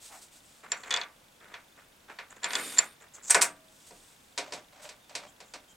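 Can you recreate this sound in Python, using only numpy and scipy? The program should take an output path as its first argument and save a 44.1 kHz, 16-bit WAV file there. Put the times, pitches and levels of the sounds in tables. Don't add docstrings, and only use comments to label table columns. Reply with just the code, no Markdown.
import sys
import numpy as np
from scipy import signal
from scipy.fft import rfft, irfft
from scipy.io import wavfile
from scipy.ndimage import uniform_filter1d

SR = 44100
rng = np.random.default_rng(int(sys.argv[2]) if len(sys.argv) > 2 else 0)


def log_audio(samples):
    frames = np.atleast_2d(samples).T
    limited = np.clip(frames, -1, 1)
    pcm = np.round(limited * 32767).astype(np.int16)
    wavfile.write(sys.argv[1], SR, pcm)


N = 254016
TIME = np.arange(N) / SR


# start in seconds, strength in dB,
# brightness in dB per octave, crack in dB, chime in dB. 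Table levels are relative; the code mixes them.
KNOCKS = [(3.2979, -29, -4, -13.5, -26), (3.3034, -25.5, 2, -18, -18), (3.3069, -16.5, 4.5, -13, -9),
          (3.3458, -13, 1, 0.5, -19.5), (3.3504, -11.5, -3.5, -35, -38.5), (3.4121, -25, 6, -11, -67),
          (3.4164, -15.5, 5.5, -4.5, -31), (3.4234, -19.5, 0, -11, -15)]
# frequency in Hz, level in dB.
KNOCK_COLOUR = [(60, -40), (150, -19.5), (330, -8), (480, -2.5), (1000, 0), (1587, 2.5), (2300, -1),
                (4100, -11.5), (7750, -0.5), (8800, -5.5), (10500, -13), (15000, -34)]
# pitch in Hz, level in dB, ring time (seconds to fade by 60 dB).
NUT_TONES = [(4270, -28, .13), (5810, -15.5, 0.085), (6430, -8.5, 0.058), (7830, -1.5, 0.023),
             (8500, -16.5, 0.22), (8564, 1, 0.027), (8970, -11.5, 0.096), (10400, -34, 0.11),
             (13840, -34, .08), (12900, -21.5, .025)]

def knocks(head):
    start, _, _, crack_db, chime_db = np.transpose(KNOCKS)
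    force = blows([row[:3] for row in KNOCKS], KNOCK_COLOUR)
    direct = crack(start, from_db(crack_db - 16), ring_s=0.03) + struck(start, chime_db, NUT_TONES)
    return heavy_hit(force, direct, head)


# start in seconds, strength in dB, brightness in dB per octave.
CLUNKS = [(3.9084, -50.5, -6), (4.3767, -27.5, 0.8), (4.3839, -28.5, -0.5), (4.523, -33, -1.9),
          (4.5344, -38, 3), (4.8902, -40.5, 1.2), (5.0948, -48.5, -0.5), (5.1519, -29.5, 1.5),
          (5.4032, -43.5, -0.4), (5.5375, -38, .1)]
# frequency in Hz, level in dB.
CLUNK_COLOUR = [(60, -38), (150, -4), (280, 1), (500, 6), (1587, 0.5), (2400, 3), (4100, 2.5), (7750, 0.5),
                (8800, -1.5), (10500, -13), (15000, -34)]
# pitch in Hz, level in dB, ring time in seconds.
HOLLOW_TONES = [(283, -20.5, 0.18), (597, -3, 0.034), (634, -9.5, 0.065), (729, -14.5, 0.15)]

def clunks(head):
    start, strength_db, _ = np.transpose(CLUNKS)
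    snap = crack(start, from_db(strength_db - 3), ring_s=0.03)
    hollow = struck(start, strength_db - 4, HOLLOW_TONES)
    return heavy_hit(blows(CLUNKS, CLUNK_COLOUR), snap + hollow, head)


# start in seconds, strength in dB, shank ring in dB, collet ring in dB.
CLICKS = [(0.7179, -11, -56, -17), (0.835, -37, -46, -72), (0.9071, -15, -27, -40),
          (0.9108, -13, -21.5, -48), (0.9248, -17, -27, -53), (0.9403, -9.5, -19.5, -45),
          (0.9627, -15, -25, -39), (0.9722, -14.5, -33, -52), (1.014, -24, -32, -56),
          (1.0348, -55, -39, -54), (1.5401, -29, -43.5, -70), (2.1874, -23.5, -60, -75),
          (2.4325, -25.5, -41, -32), (2.4429, -9, -30, -25.5), (2.4544, -19.5, -52, -36),
          (2.506, -19.5, -39, -45), (2.5329, -13, -33, -42), (2.5531, -11, -22.5, -26.5),
          (2.5873, -22, -46, -46), (2.7737, -20.5, -69, -32), (2.784, -17.5, -35, -9.5),
          (2.7888, -5, -38, -8)]
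# pitch in Hz, level in dB, ring time in seconds.
COLLET_TONES = [(4450, -14, .026), (7215, -1, .034), (7400, -8, .022), (7240, -30, .17), (5150, -13, .016),
                (5770, -25, .08)]
SHANK_TONES = [(3417, -8.5, 0.043), (3560, -14.5, .04), (3655, -11.5, .028), (4210, -24, 0.035),
               (2950, -17, .025), (6400, -5.5, 0.0063)]
FREE_COLLET_TONES = [(4380, 3, .025), (4468, -16, .2), (5770, 0, .13)]
# frequency in Hz, level in dB.
SOFT_CRACK_COLOUR = [(300, -15.5), (1500, -37), (3000, -0.5), (4400, 23), (5300, -20.5), (6500, -19),
                     (9000, -16.5), (15000, -35)]
HEAD_COLOUR = [(60, -39), (140, -14.5), (300, -14), (500, -5), (750, -2.5), (1600, 3), (2300, 0.5),
               (3000, -3), (4500, -10.5), (7500, -17.5), (10000, -29), (16000, -49)]

def clicks(head, soft_db, hard_db):
    start, strength_db, shank_db, collet_db = np.transpose(CLICKS)
    hardness = np.interp(strength_db, [soft_db, hard_db], [0, 1])
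    direct = crack(start, hardness * from_db(strength_db - 10), 0.012)
    direct += crack(start, (1 - hardness) * from_db(strength_db - 6), 0.0064, SOFT_CRACK_COLOUR)
    direct += struck(start, collet_db + 0.5, COLLET_TONES)
    direct += struck(start, shank_db + 7.5, SHANK_TONES)
    direct += struck(start[0], -34, FREE_COLLET_TONES)
    taps = impulses(start, from_db(-26.5 + .48 * strength_db))
    wash, tones = head
    head_ring = from_db(-1.5) * through(taps, wash) + from_db(-26.5) * through(taps, tones)
    return direct + reflections(direct, ring_s=.055) + colour(head_ring, HEAD_COLOUR)


# pitch in Hz, level in dB, ring time in seconds.
HEAD_TONES = [(135, -35, .5), (290, -8, 0.55), (583, -1.5, 0.12), (640, -19, 1), (714.6, 3.5, 0.27),
              (951, 0.5, 0.26), (1168, -3.5, 0.4), (1493, 3.5, 0.15), (1556, -1, 0.26), (2168, 4, 0.15),
              (2218, 4.5, 0.093), (2538, 2, .12)]
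# frequency in Hz, ring time in seconds before ring_scale.
WASH_RING_TIMES = [(120, 0.89), (350, 0.3), (1000, 0.31), (2200, 0.25), (4000, 0.19), (8000, 0.16),
                   (15000, 0.19)]
# frequency in Hz, level in dB.
WASH_COLOUR = [(135, -8), (215, -11), (305, 1.5), (390, -1), (500, 2), (730, 0), (1100, -0.5), (1500, -1),
               (1800, 0.5), (2300, 2), (2900, -2.5), (3600, 2.5), (4600, 1), (8000, -1)]

def machine_head(ring_scale, size=SR):
    spectrum = rfft(stereo_noise()[:, :size])
    centres_hz = np.geomspace(100, 16000, 14)
    band_position = np.interp(np.fft.rfftfreq(size, 1 / SR), centres_hz, np.arange(len(centres_hz)))
    wash = 0
    for k, hz in enumerate(centres_hz):
        band = irfft(spectrum * np.maximum(1 - abs(band_position - k), 0))
        ring_s = ring_scale * at_hz(WASH_RING_TIMES, hz)
        wash += band * from_db(-60 * TIME[:size] / ring_s)
    return through(wash, pulse(WASH_COLOUR)), ring(HEAD_TONES)


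# frequency in Hz, level in dB.
CRACK_COLOUR = [(60, -40.5), (200, -24), (1000, -2), (2800, -9.5), (3600, -3), (4700, 5.5), (6000, -4.5),
                (7500, 0), (9000, -12.5), (11000, -24.5), (16000, -72.5)]

def crack(times, gain, ring_s, spectrum=CRACK_COLOUR):
    decay = from_db(-60 / (ring_s * SR))
    envelope = signal.lfilter([1], [1, -decay], impulses(times, gain) + 1e-18)
    return colour(envelope * rng.standard_normal(N), spectrum)


# start in seconds, length in seconds, dull rub in dB, high singing in dB.
RUBS = [(0.626, 0.023, -48.5, -60.5), (0.683, 0.16, -55.5, -57), (0.848, 0.16, -48, -54.5),
        (1.396, 0.14, -56.5, -72), (1.502, 0.035, -50.5, -65), (1.765, 0.019, -52.5, -64),
        (2.08, 0.017, -44.5, -72), (2.296, 0.012, -50, -49.5), (2.352, .016, -56.5, -58.5),
        (2.416, 0.062, -44.5, -52.5), (2.513, 0.043, -50, -46), (2.552, 0.052, -39, -42.5),
        (2.617, 0.23, -50, -47.5), (3.003, 0.021, -53, -55.5), (3.135, 0.018, -56, -42.5),
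        (3.16, 0.022, -55, -57.5), (3.22, .04, -60, -47.5), (3.258, .033, -56, -39.5),
        (5.27, 0.031, -79, -61.5), (5.44, 0.069, -87, -66), (5.681, 0.034, -90, -61.5)]
# frequency in Hz, level in dB.
RUB_COLOUR = [(80, -22), (200, -9), (450, 1.5), (900, 0.5), (1500, 4), (2300, -0.5), (3100, -10),
              (4500, -17.5), (7500, -17.5), (15000, -50)]

def rubs():
    start, length, dull_db, singing_db = np.transpose(RUBS)
    dull = strokes(zip(start, length, dull_db), attack_s=.018, fall_db_per_s=230)
    singing = strokes(zip(start, length, singing_db), attack_s=.018, fall_db_per_s=600)
    singing_colour = [(2000, -44), (3500, -18), (5500, -9), (6700, 2.5),
                      (7300, 7), (8200, -3), (11000, -24)]
    slips = friction(rough_db=3, grip_s=0.0048)
    return dull * colour(slips, RUB_COLOUR) + singing * colour(slips, singing_colour)


# time in seconds, level in dB.
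SLIDE_LEVELS = [(2.44, -69), (2.5, -45.5), (2.58, -40), (2.66, -39.5), (2.76, -42.5), (2.86, -51),
                (2.95, -63.5)]
# frequency in Hz, level in dB.
SLIDE_COLOUR = [(80, -23), (270, 1.5), (550, -6.5), (1300, -13), (2500, -3.5), (3050, -2), (3600, -4.5),
                (4700, -3.5), (7000, -12.5), (8800, 0.5), (10300, -9), (11700, -1.5), (13200, -16),
                (15500, -25)]
# pitch in Hz, level in dB, ring time in seconds.
BORE_TONES = [(2630, -6, .015), (3436, -2, .014), (3700, 0, .01), (8520, 1.5, .013), (9400, -7, .011),
              (11600, -3, .008)]

def slide():
    times, level_db = np.transpose(SLIDE_LEVELS)
    swell = from_db(np.interp(TIME, times, level_db, left=-120, right=-120))
    grit = swell * friction(rough_db=1.5, grip_s=0.0036)
    return from_db(-2) * colour(grit, SLIDE_COLOUR) + from_db(-7.5) * resonate(grit, BORE_TONES)


# start in seconds, length in seconds, level in dB.
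TWISTS = [(4.42, 0.14, -50), (4.52, 0.058, -47), (4.72, 0.054, -56.5), (4.762, .05, -54),
          (4.82, 0.042, -47), (4.892, 0.021, -55), (5.092, 0.059, -55.5), (5.19, 0.058, -50.5),
          (5.4, 0.012, -54), (5.535, 0.012, -47)]
# frequency in Hz, level in dB.
THREAD_COLOUR = [(80, -11), (250, -6.5), (450, -2), (650, 4), (1100, -2), (2200, -4), (4500, -10),
                 (8000, -11), (11000, -51), (16000, -41)]

def nut_turning():
    slips = strokes(TWISTS, attack_s=.012, fall_db_per_s=260) * friction(rough_db=3, grip_s=0.0057)
    return from_db(-2) * colour(slips, THREAD_COLOUR) + from_db(-6.5) * resonate(slips, HOLLOW_TONES)


# start in seconds, length in seconds, starting pitch in Hz, level in dB.
SQUEAKS = [(4.995, .07, 3620, -65.5), (5.266, .022, 3240, -59), (5.67, 0.057, 3200, -62.5)]

def squeaks(waver_hz, sag_hz_per_s):
    waver = waver_hz * wobble(150)
    out = np.zeros(N)
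    for start, length, pitch, level_db in SQUEAKS:
        hz = pitch - sag_hz_per_s * (TIME - start) + waver
        envelope = stroke(start, length, level_db, attack_s=.018, fall_db_per_s=698)
        out += envelope * np.sin(2 * np.pi * np.cumsum(hz) / SR)
    return out


# start in seconds, length in seconds, level in dB.
BRUSHES = [(0, 0.084, -50), (0.093, .1, -54.5), (0.214, 0.011, -49.5), (0.302, 0.075, -57),
           (0.364, 0.23, -62.5), (3.605, 0.53, -60.5), (3.856, 0.035, -54), (3.9, 0.47, -67.5),
           (4.814, .03, -52)]
# frequency in Hz, level in dB.
SLEEVE_COLOUR = [(200, -5), (1500, -4), (3500, 2), (6000, 3), (8200, 8), (10500, -3), (16000, -12)]
SCUFF_COLOUR = [(150, -30), (500, -11), (780, 3), (1300, -10), (2300, -10), (5000, -27.5)]

def sleeve_and_fingers():
    sleeve = np.max([stroke(start, length, db, attack_s=0.39 * length, fall_db_per_s=258)
                     for start, length, db in BRUSHES], axis=0)
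    scuff = stroke(start=0.095, length=0.062, level_db=-51, attack_s=0.027, fall_db_per_s=312)
    fibres = friction(rough_db=1, grip_s=0.011)
    return sleeve * colour(fibres, SLEEVE_COLOUR) + scuff * colour(fibres, SCUFF_COLOUR)


# frequency in Hz, level in dB.
REFLECTION_COLOUR = [(1000, -26), (4000, -6.5), (7500, -12.5), (12000, -10.5)]

def reflections(x, ring_s, size=4096):
    scatter = rng.standard_normal((2, size)) * from_db(-60 * TIME[:size] / ring_s)
    scatter /= np.linalg.norm(scatter, axis=1, keepdims=True)
    return through(x, through(scatter, pulse(REFLECTION_COLOUR)))


# frequency in Hz, level in dB.
HISS_COLOUR = [(12, -43), (20, -5.5), (172, -3), (209, -1.5), (431, -7.5), (496, -5), (996, -7.5),
               (1080, -8), (1250, -10.5), (1510, -8), (1740, -11), (2800, -10.5), (4020, -14.5),
               (8090, -15), (15800, -22)]
# frequency in Hz, level of the sides against the middle in dB.
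HISS_WIDTH = [(40, -28.5), (200, -10.5), (600, -2), (1300, -0.5), (4000, -4), (7000, -8.5), (12000, -56)]

def background(hiss_db, tick_db):
    beat = np.cos(np.pi * 25 * (TIME - 0.0055)) ** 24
    tick_colour = [(2500, -38.5), (3250, -8.5), (3580, -3), (3900, -10.5), (4800, -22.5)]
    ticking = beat * colour(stereo_noise(), tick_colour)
    hiss = colour(stereo_noise(HISS_WIDTH), HISS_COLOUR)
    return from_db(hiss_db) * hiss + from_db(tick_db) * ticking


# frequency in Hz, level of the sides against the middle in dB.
STEREO_WIDTH = [(60, -24.5), (250, -31), (600, -15.5), (1500, -10), (4000, -8.5), (8000, -18), (15000, -43)]

def stereo_noise(width=STEREO_WIDTH):
    mid, side = rng.standard_normal((2, N))
    return mid + through(side, pulse(width)) * [[1], [-1]]


def blows(rows, spectrum, pivot_hz=2000):
    hz, shape_db = np.transpose(spectrum)
    force = np.zeros(2 * N)
    for start, level_db, brightness in rows:
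        tilt_db = brightness * np.log2(hz / pivot_hz)
        blow = pulse(np.column_stack([hz, shape_db + level_db + tilt_db]))
        force[round(start * SR):][:len(blow)] += blow
    return force[:N]


def heavy_hit(force, direct, head):
    wash, tones = head
    head_ring = from_db(-2.5) * through(force, wash) + from_db(-23) * through(force, tones)
    return head_ring + direct + from_db(-3.5) * reflections(direct, ring_s=.04)


def friction(rough_db, grip_s):
    grip = wobble(int(grip_s * SR))
    return rms_one(stereo_noise() * from_db(rough_db * grip))


def stroke(start, length, level_db, attack_s, fall_db_per_s):
    t = TIME - start
    rise = np.clip(t / attack_s, 0, 1)
    fall_db = np.minimum(fall_db_per_s * np.maximum(t - length, 0), 200)
    return rise * from_db(level_db - fall_db)


def strokes(rows, attack_s, fall_db_per_s):
    return np.max([stroke(*row, attack_s, fall_db_per_s) for row in rows], axis=0)


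def ring(tones):
    t = TIME[:SR]
    return sum(from_db(db - 60 * t / ring_s) * np.sin(2 * np.pi * hz * t) * (-1) ** k
               for k, (hz, db, ring_s) in enumerate(tones))


def struck(times, levels_db, tones):
    return through(impulses(times, from_db(levels_db)), ring(tones))


def resonate(x, tones):
    response = ring(tones)
    return through(x, response / np.linalg.norm(response))


def colour(x, spectrum):
    shape = pulse(spectrum)
    return through(x, shape / np.linalg.norm(shape))


def pulse(spectrum, size=2048):
    gain = from_db(at_hz(spectrum, np.fft.rfftfreq(size, 1 / SR)))
    cepstrum = irfft(np.log(gain))
    cepstrum[1:size // 2] *= 2
    return irfft(np.exp(rfft(cepstrum[:size // 2], size)))


def through(x, response):
    return signal.oaconvolve(np.atleast_2d(x), np.atleast_2d(response), axes=1)[:, :N]


def impulses(times, gain):
    out = np.zeros(N)
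    out[np.round(np.asarray(times) * SR).astype(int)] = gain
    return out


def wobble(samples):
    return rms_one(uniform_filter1d(rng.standard_normal(N), samples))


def at_hz(points, hz):
    row_hz, value = np.transpose(points)
    return np.interp(np.log(np.maximum(hz, 1)), np.log(row_hz), value)


def rms_one(x):
    return x / np.sqrt(np.mean(x ** 2) + 1e-20)


def from_db(db):
    return 10 ** (np.asarray(db) / 20)


def scene():
    head = machine_head(ring_scale=0.83)
    work = clicks(head, soft_db=-24.5, hard_db=-11) + knocks(head) + clunks(head)
    work += rubs() + slide() + nut_turning() + squeaks(waver_hz=54.7, sag_hz_per_s=800)
    return work * from_db([[-.2], [.2]]) + sleeve_and_fingers() + background(hiss_db=-61.5, tick_db=-62)


def record(dry, cutoff_hz=15900):
    return signal.sosfilt(signal.ellip(12, .1, 80, cutoff_hz, fs=SR, output="sos"), dry)


dry = scene()
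out = record(dry)
log_audio(out)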